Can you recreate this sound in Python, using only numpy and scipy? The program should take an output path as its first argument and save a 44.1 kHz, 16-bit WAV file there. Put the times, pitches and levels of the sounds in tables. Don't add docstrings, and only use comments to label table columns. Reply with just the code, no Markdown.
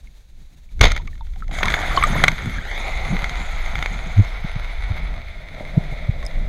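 import sys
import numpy as np
from scipy import signal
from scipy.fft import rfft, irfft
from scipy.io import wavfile
from scipy.ndimage import uniform_filter1d, map_coordinates

SR = 44100
rng = np.random.default_rng(int(sys.argv[2]) if len(sys.argv) > 2 else 0)


def convert_level_to_amplitude(level_db):
    exponent = np.asarray(level_db, float) / 20
    return 10 ** exponent


def master(y):
    cut = np.clip(np.atleast_2d(y).T, -1, 1)
    pcm = np.round(cut * 32767)
    wavfile.write(sys.argv[1], SR, pcm.astype(np.int16))


N = 285768
TIME = np.arange(N) / SR

# (time [s], surge level [dB])
SURGE_LEVELS = [(0, -35), (.22, -44), (.4, -39), (.68, -39.5), (.76, -28.5), (.81, -11), (.93, -15),
                (1.0, -27.5), (1.45, -27), (1.65, -21.5), (2.33, -19), (2.38, -28.5), (2.55, -23),
                (2.66, -29.5), (2.89, -22.5), (4.1, -24), (4.3, -28), (5.1, -22), (5.45, -32.5),
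                (6.2, -24.5), (6.3, -28.5), (6.43, -15.5), (6.48, -20.5)]
# (middle [s], level [dB], length [s])
EDDY_BUFFETS = [(0.85, -21, 0.035), (1.822, -35.5, 0.26), (2.194, -16, 0.092), (2.529, -29, 0.096),
                (3.128, -29, 0.092), (3.4, -41, 0.18), (4.05, -38, 0.11), (5.0, -46.5, 0.14),
                (5.844, -39.5, 0.38), (6.138, -33, 0.095), (6.48, -35.5, 0.032)]
# (frequency [Hz], relative level per Hz [dB])
SEA_TONE = [(120, -29), (200, -4), (798, -9), (1110, -14), (2250, -8.5), (2900, -15), (3820, -6.5),
            (5200, -18), (6710, -12), (7350, -19.5), (15500, -25)]
# (middle [s], level of
# the swing [dB], pitch [Hz], length [s])
HOUSING_THUMPS = [(0.816, -2, 96, 0.01), (2.476, -17.5, 115, 0.015), (3.133, -20, 189, 0.034),
                  (3.231, -22, 123.0, 0.0049), (3.311, -32, 147, 0.0098), (3.423, -27, 116.0, 0.0029),
                  (4.07, -23.5, 159, 0.012), (4.196, -0.5, 101, 0.034), (4.449, -15, 148, 0.0079),
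                  (4.564, -14.5, 112, 0.0079), (4.913, -11, 93.5, 0.016), (5.61, -24.5, 206, 0.0033),
                  (5.779, -1.5, 144.6, 0.01), (5.927, -22, 130, .015), (6.095, -6, 104, 0.0098)]
# (time [s], pitch [Hz], level [dB])
HOLLOW_HUM = [(1.49, 698, -50.5), (1.6, 720, -35.5), (2.0, 750, -37), (2.4, 617.6, -55), (2.9, 756.2, -37),
              (4.5, 702.2, -46.5), (5.5, 647.7, -49), (5.62, 631, -41.5), (6.48, 619.4, -43.5)]
# (time [s], rush level [dB])
LINE_RUSH = [(1.495, -65), (1.53, -33.5), (1.75, -28), (2.2, -27.5), (2.33, -33.5), (2.55, -34),
             (2.62, -38), (2.75, -32.5), (3.25, -32.5), (4.25, -36.5), (5.0, -38.5), (5.15, -42),
             (5.5, -43), (6.0, -40), (6.48, -44)]
# (time [s], first notch [Hz], strength [0-1])
GUN_MIRROR = [(2.35, 500, 0), (2.58, 500, .3), (2.63, 1050, .8), (2.83, 1600, .65), (3.5, 1710, .2),
              (6.48, 1550, .35)]
# (frequency [Hz], relative level per Hz [dB])
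HOUSING_TONE = [(300, -16.5), (800, -10), (1110, -13), (1390, -3), (1680, -6.5), (2170, 2.5), (2580, -14.5),
                (2770, -17), (2960, -15.5), (3500, -7), (4300, -17), (5300, -24.5), (5650, -31),
                (6200, -16.5), (7400, -35), (12900, -37), (15500, -54)]
# (time [s], level [dB], settled pitch [Hz])
GEAR_PINGS = [(.072, -41, 2150), (.69, -47, 2260), (.998, -33, 950), (1.076, -29, 2240),
              (1.077, -36.5, 1160), (1.13, -38, 1810), (1.209, -29.5, 906), (1.209, -39.5, 3570),
              (1.361, -39, 773), (1.423, -24, 1306), (1.966, -15, 4300), (1.974, -3, 1092),
              (1.976, -12, 3030), (2.026, -11, 2270), (2.024, -11, 1150), (2.037, -2.5, 1212),
              (2.037, -16, 7830), (2.584, -19, 1626), (5.606, -25, 600), (6.228, -33, 1080),
              (6.251, -36, 5060), (6.251, -35, 7560), (6.264, -22, 5020), (6.264, -30, 8960)]
# (time [s], peak [dB], early treble boost ahead of the housing [dB])
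STOCK_KNOCKS = [(0.794, -29, 15), (0.812, 0, 23), (0.879, -28, 5), (0.918, -8.5, 14), (0.964, -13.5, 5),
                (0.976, -20, 6), (1.074, -29, 12), (1.269, -40, 4), (1.336, -39, 10), (1.48, -33, 10),
                (1.512, -24, -9), (1.587, -14.5, 3), (1.631, -1, -16), (1.656, -10.5, 22),
                (1.682, -8.5, -1), (1.702, -12, 10), (1.721, -12, -3), (1.74, -4, -15), (2.027, -11.5, -12),
                (2.038, -6.5, -5), (2.2387, 5.5, -5), (2.281, 2.5, -24), (2.317, -19, 19),
                (3.167, -13.5, -18), (3.243, -9, 2), (3.295, -14.5, 10), (3.755, -11, -8), (3.79, -14, -1),
                (3.826, -7, -3), (3.86, -6, -9), (6.228, -24, 1)]
# (time [s], level [dB], rise [s], hold [s], fall [dB per s])
SHOT_TEARS = [(.808, -6, 0.0062, 0.0009, 3000), (.82, -12.5, 0.0083, 0.027, 800),
              (0.867, -27, 0.0043, 0.0075, 248), (0.928, -41, 0.019, 0.035, 900)]


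def curve(rows):
    s, *columns = np.transpose(rows)
    return [np.interp(TIME, s, c) for c in columns]


def unit(x):
    return x / np.sqrt(np.mean(x ** 2))


def band(x, lo_hz, hi_hz, order=2):
    edges_hz = [lo_hz, min(hi_hz, SR / 2.1)]
    return signal.sosfilt(signal.butter(order, edges_hz, "bandpass", fs=SR, output="sos"), x)


def colour(x, points, size=2048):
    hz, db = np.transpose(points)
    bin_hz = np.arange(size // 2 + 1) * SR / size
    shape_db = np.interp(np.log(bin_hz + 1), np.log(hz), db)
    cepstrum = irfft(np.log(convert_level_to_amplitude(shape_db)))
    cepstrum[1:size // 2] *= 2
    cepstrum[size // 2 + 1:] = 0
    response = irfft(np.exp(rfft(cepstrum)))
    return signal.oaconvolve(x, response / np.sqrt(np.sum(response ** 2)))[:len(x)]


def walk(rate):
    hold = int(SR / rate)
    steps = np.repeat(rng.standard_normal(N // hold + 1), hold)
    return 2.06 * uniform_filter1d(uniform_filter1d(steps, hold), hold)[:N]


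def add(out, s, piece):
    i = max(int(s * SR), 0)
    out[i:i + len(piece)] += piece[:N - i]


def gritty(rate, spread_db):
    return unit(rng.standard_normal(N) * convert_level_to_amplitude(spread_db * walk(rate)))


def crackle(rate, spread_db):
    strength = convert_level_to_amplitude(spread_db * np.minimum(rng.exponential(size=N), 4))
    ticks = (rng.random(N) < rate / SR) * strength
    return unit(ticks * rng.choice([-1, 1], N))


def drifting(hz, width_hz, rate, spread_db):
    slow = [band(gritty(rate, spread_db), 1, width_hz, order=1) for _ in range(2)]
    phase = 2 * np.pi * np.cumsum(hz) / SR
    return unit(slow[0] * np.cos(phase) + slow[1] * np.sin(phase))


def water():
    flutter_under_surge_db, sea_db = -20.5, -60
    surge_db, = curve(SURGE_LEVELS)
    shake = convert_level_to_amplitude(surge_db + flutter_under_surge_db)
    for s, db, length in EDDY_BUFFETS:
        shake = shake + convert_level_to_amplitude(db) * np.exp(-((TIME - s) / length) ** 2)
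    swings = unit(band(band(rng.standard_normal(N), 17.3, 35.5, order=1), 13, 71.6))
    surge = band(unit(np.tanh(.5 * swings)), 9.6, 104)
    eddies = gritty(18, 3.0)
    flutter = unit(band(eddies, 64, 189.7) + band(eddies, 135.0, 156.7))
    sea = colour(gritty(60, 1.6), SEA_TONE)
    return convert_level_to_amplitude(surge_db) * surge + shake * flutter + convert_level_to_amplitude(sea_db) * sea


def thumps():
    out = np.zeros(N)
    for s, db, hz, length in HOUSING_THUMPS:
        t = np.arange(-2 * length, 2 * length, 1 / SR)
        swing = np.exp(-2.8 * (t / length) ** 2) * np.cos(2 * np.pi * hz * t)
        squeezed = swing + 0.3 * swing ** 2 - 0.21 * swing ** 3
        add(out, s - 2 * length, convert_level_to_amplitude(db) * squeezed)
    return out


def hollows():
    whistle_under_rush_db, bite_db, bite_s = -19, 10.5, 0.093
    drop_s, drop_db, fade_db_per_s = 4.25, -5, 14
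    throb_hz, throb_peak_s, throb_ends_s, throb_depth = 43.9, 1.7, 2.0, .9
    hum_hz, hum_db = curve(HOLLOW_HUM)
    start_s = HOLLOW_HUM[0][0]
    throb = 1 + throb_depth * (TIME < throb_ends_s) * np.cos(2 * np.pi * throb_hz * (TIME - throb_peak_s))
    hum = throb * drifting(hum_hz, 60, 40, 1.5)

    after = TIME > drop_s
    whistle_db = curve(LINE_RUSH)[0] + whistle_under_rush_db
    whistle_db = whistle_db + after * (drop_db - fade_db_per_s * (TIME - drop_s))
    whistle_db = whistle_db + bite_db * np.exp(-np.maximum(TIME - start_s, 0) / bite_s)
    whistle_hz = np.where(after, 5250, 6530) * (1 + .014 * walk(30))
    whistle = drifting(whistle_hz, 150, 90, 3.0)
    return (convert_level_to_amplitude(hum_db) * hum + convert_level_to_amplitude(whistle_db) * whistle) * (TIME > start_s)


def bubbles(count=260):
    out, t = np.zeros(N), np.arange(1500) / SR
    for when, pitch, draw in rng.random((count, 3)):
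        hz = 550 * 4.0 ** pitch
        blip = np.sin(2 * np.pi * hz * (t + 7.9 * t ** 2)) * np.exp(-t * hz / 7.0)
        size = 1 / (draw + .12)
        add(out, 1.56 + .75 * when, convert_level_to_amplitude(-37.5) * size * blip)
    return out


def rush():
    dull_under_rush_db, dull_lag_db, dull_lag_s = -6.5, -10, 0.19
    dull_fades_s, dull_fade_db = 5.2, -6.5
    bright_under_rush_db, bright_loss_db_per_s = -21, 2
    rush_db, = curve(LINE_RUSH)
    since = np.maximum(TIME - LINE_RUSH[1][0], 0)
    dull_db = rush_db + dull_under_rush_db + dull_lag_db * np.exp(-since / dull_lag_s)
    dull_db = dull_db + dull_fade_db * (TIME > dull_fades_s)
    bright_db = rush_db + bright_under_rush_db - bright_loss_db_per_s * since

    notch_hz, strength = curve(GUN_MIRROR)
    hiss = colour(gritty(45, 0.59) + convert_level_to_amplitude(-7.0) * crackle(300, 6.7), HOUSING_TONE)
    low = signal.filtfilt(*signal.butter(2, 4500, fs=SR), hiss)
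    late = map_coordinates(low, [np.arange(N) - SR / notch_hz], order=1)
    hiss = hiss - np.clip(strength, 0, 1) * late

    jerk_db = np.interp(TIME, [2.2, 2.6], [3.5, 1.0]) * walk(70)
    dull = convert_level_to_amplitude(dull_db + jerk_db) * unit(band(hiss, 217, 1156, order=3))
    middle = convert_level_to_amplitude(rush_db) * unit(band(hiss, 1260, 5270, order=3))
    parts = dull + middle
    for lo_hz, hi_hz, db in [(7700, 8900, -7), (9180, 10240, -3.5), (11000, 13500, -6.5)]:
        flicker_db = 2.0 * walk(70)
        parts = parts + convert_level_to_amplitude(bright_db + db + flicker_db) * unit(band(hiss, lo_hz, hi_hz))
    return parts * (TIME > LINE_RUSH[0][0])


def pings():
    out, t = np.zeros(N), np.arange(8192) / SR
    for s, db, hz in GEAR_PINGS:
        t60 = .05 * (1000 / hz) ** 0.59
        phase = 2 * np.pi * hz * (t + 0.2 * 0.0016 * (1 - np.exp(-t / 0.00036)))
        fade = np.exp(-np.log(1000) * t / t60) * np.minimum(t / 0.001, 1)
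        add(out, s, convert_level_to_amplitude(db) * np.sin(phase) * fade)
    return out


def knocks(count=14):
    held_t60_s, let_go_s, free_t60_s = 0.021, 3.0, .011
    loose_from_s, loose_to_s, loose_floor_db, loose_treble_db = 1.0, 1.47, -46, 6
    out, t = np.zeros(N), np.arange(4096) / SR
    loose = []
    for when, size in rng.random((count, 2)):
        s = loose_from_s + (loose_to_s - loose_from_s) * when
        loose.append((s, loose_floor_db + 8 * size, loose_treble_db))
    for s, db, treble_db in list(STOCK_KNOCKS) + loose:
        t60 = held_t60_s if s < let_go_s else free_t60_s
        noise = rng.standard_normal(len(t))
        rattle = noise * np.exp(-np.log(1000) * t / t60) * np.minimum(t / 0.001, 1)
        blow = rattle + 2.03 * np.exp(-t / .00005)
        treble = (convert_level_to_amplitude(treble_db) - 1) * band(blow, 4600, 12000, order=1) * np.exp(-t / 0.0064)
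        blow = colour(blow + treble, HOUSING_TONE)
        add(out, s, convert_level_to_amplitude(db) * blow / np.max(np.abs(blow)))
    return out


def shot():
    wake_db, wake_ends_s = -65, 1.6
    grit = gritty(300, 2.0)
    tear = grit + convert_level_to_amplitude(-1.0) * band(grit, 1690, 6700)
    tear = tear + convert_level_to_amplitude(5.5) * band(grit, 180, 1260) + convert_level_to_amplitude(3.5) * band(grit, 6220, 7000)
    size = convert_level_to_amplitude(wake_db) * (TIME > SHOT_TEARS[0][0]) * (TIME < wake_ends_s)
    for s, db, rise, hold, fall in SHOT_TEARS:
        swell = np.clip((TIME - s) / rise, 0, 1) ** 2
        falling_s = np.clip(TIME - s - rise - hold, 0, 1)
        size = size + swell * convert_level_to_amplitude(db - fall * falling_s)
    return size * colour(tear, HOUSING_TONE)


def scene():
    background = water() + thumps()
    line = hollows() + bubbles() + rush()
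    gun = pings() + knocks() + shot()
    return (background + line + gun)[None]


def low_pass(x):
    return signal.sosfilt(signal.butter(12, 15920, fs=SR, output="sos"), x)


def record(dry):
    top = signal.ellip(8, .2, 70, 15700, fs=SR, output="sos")
    clipped = np.clip(dry, -.95, .95)
    mix = np.clip(signal.sosfilt(top, clipped), -1, 1)
    return low_pass(mix)


dry = scene()
out = record(dry)
master(out)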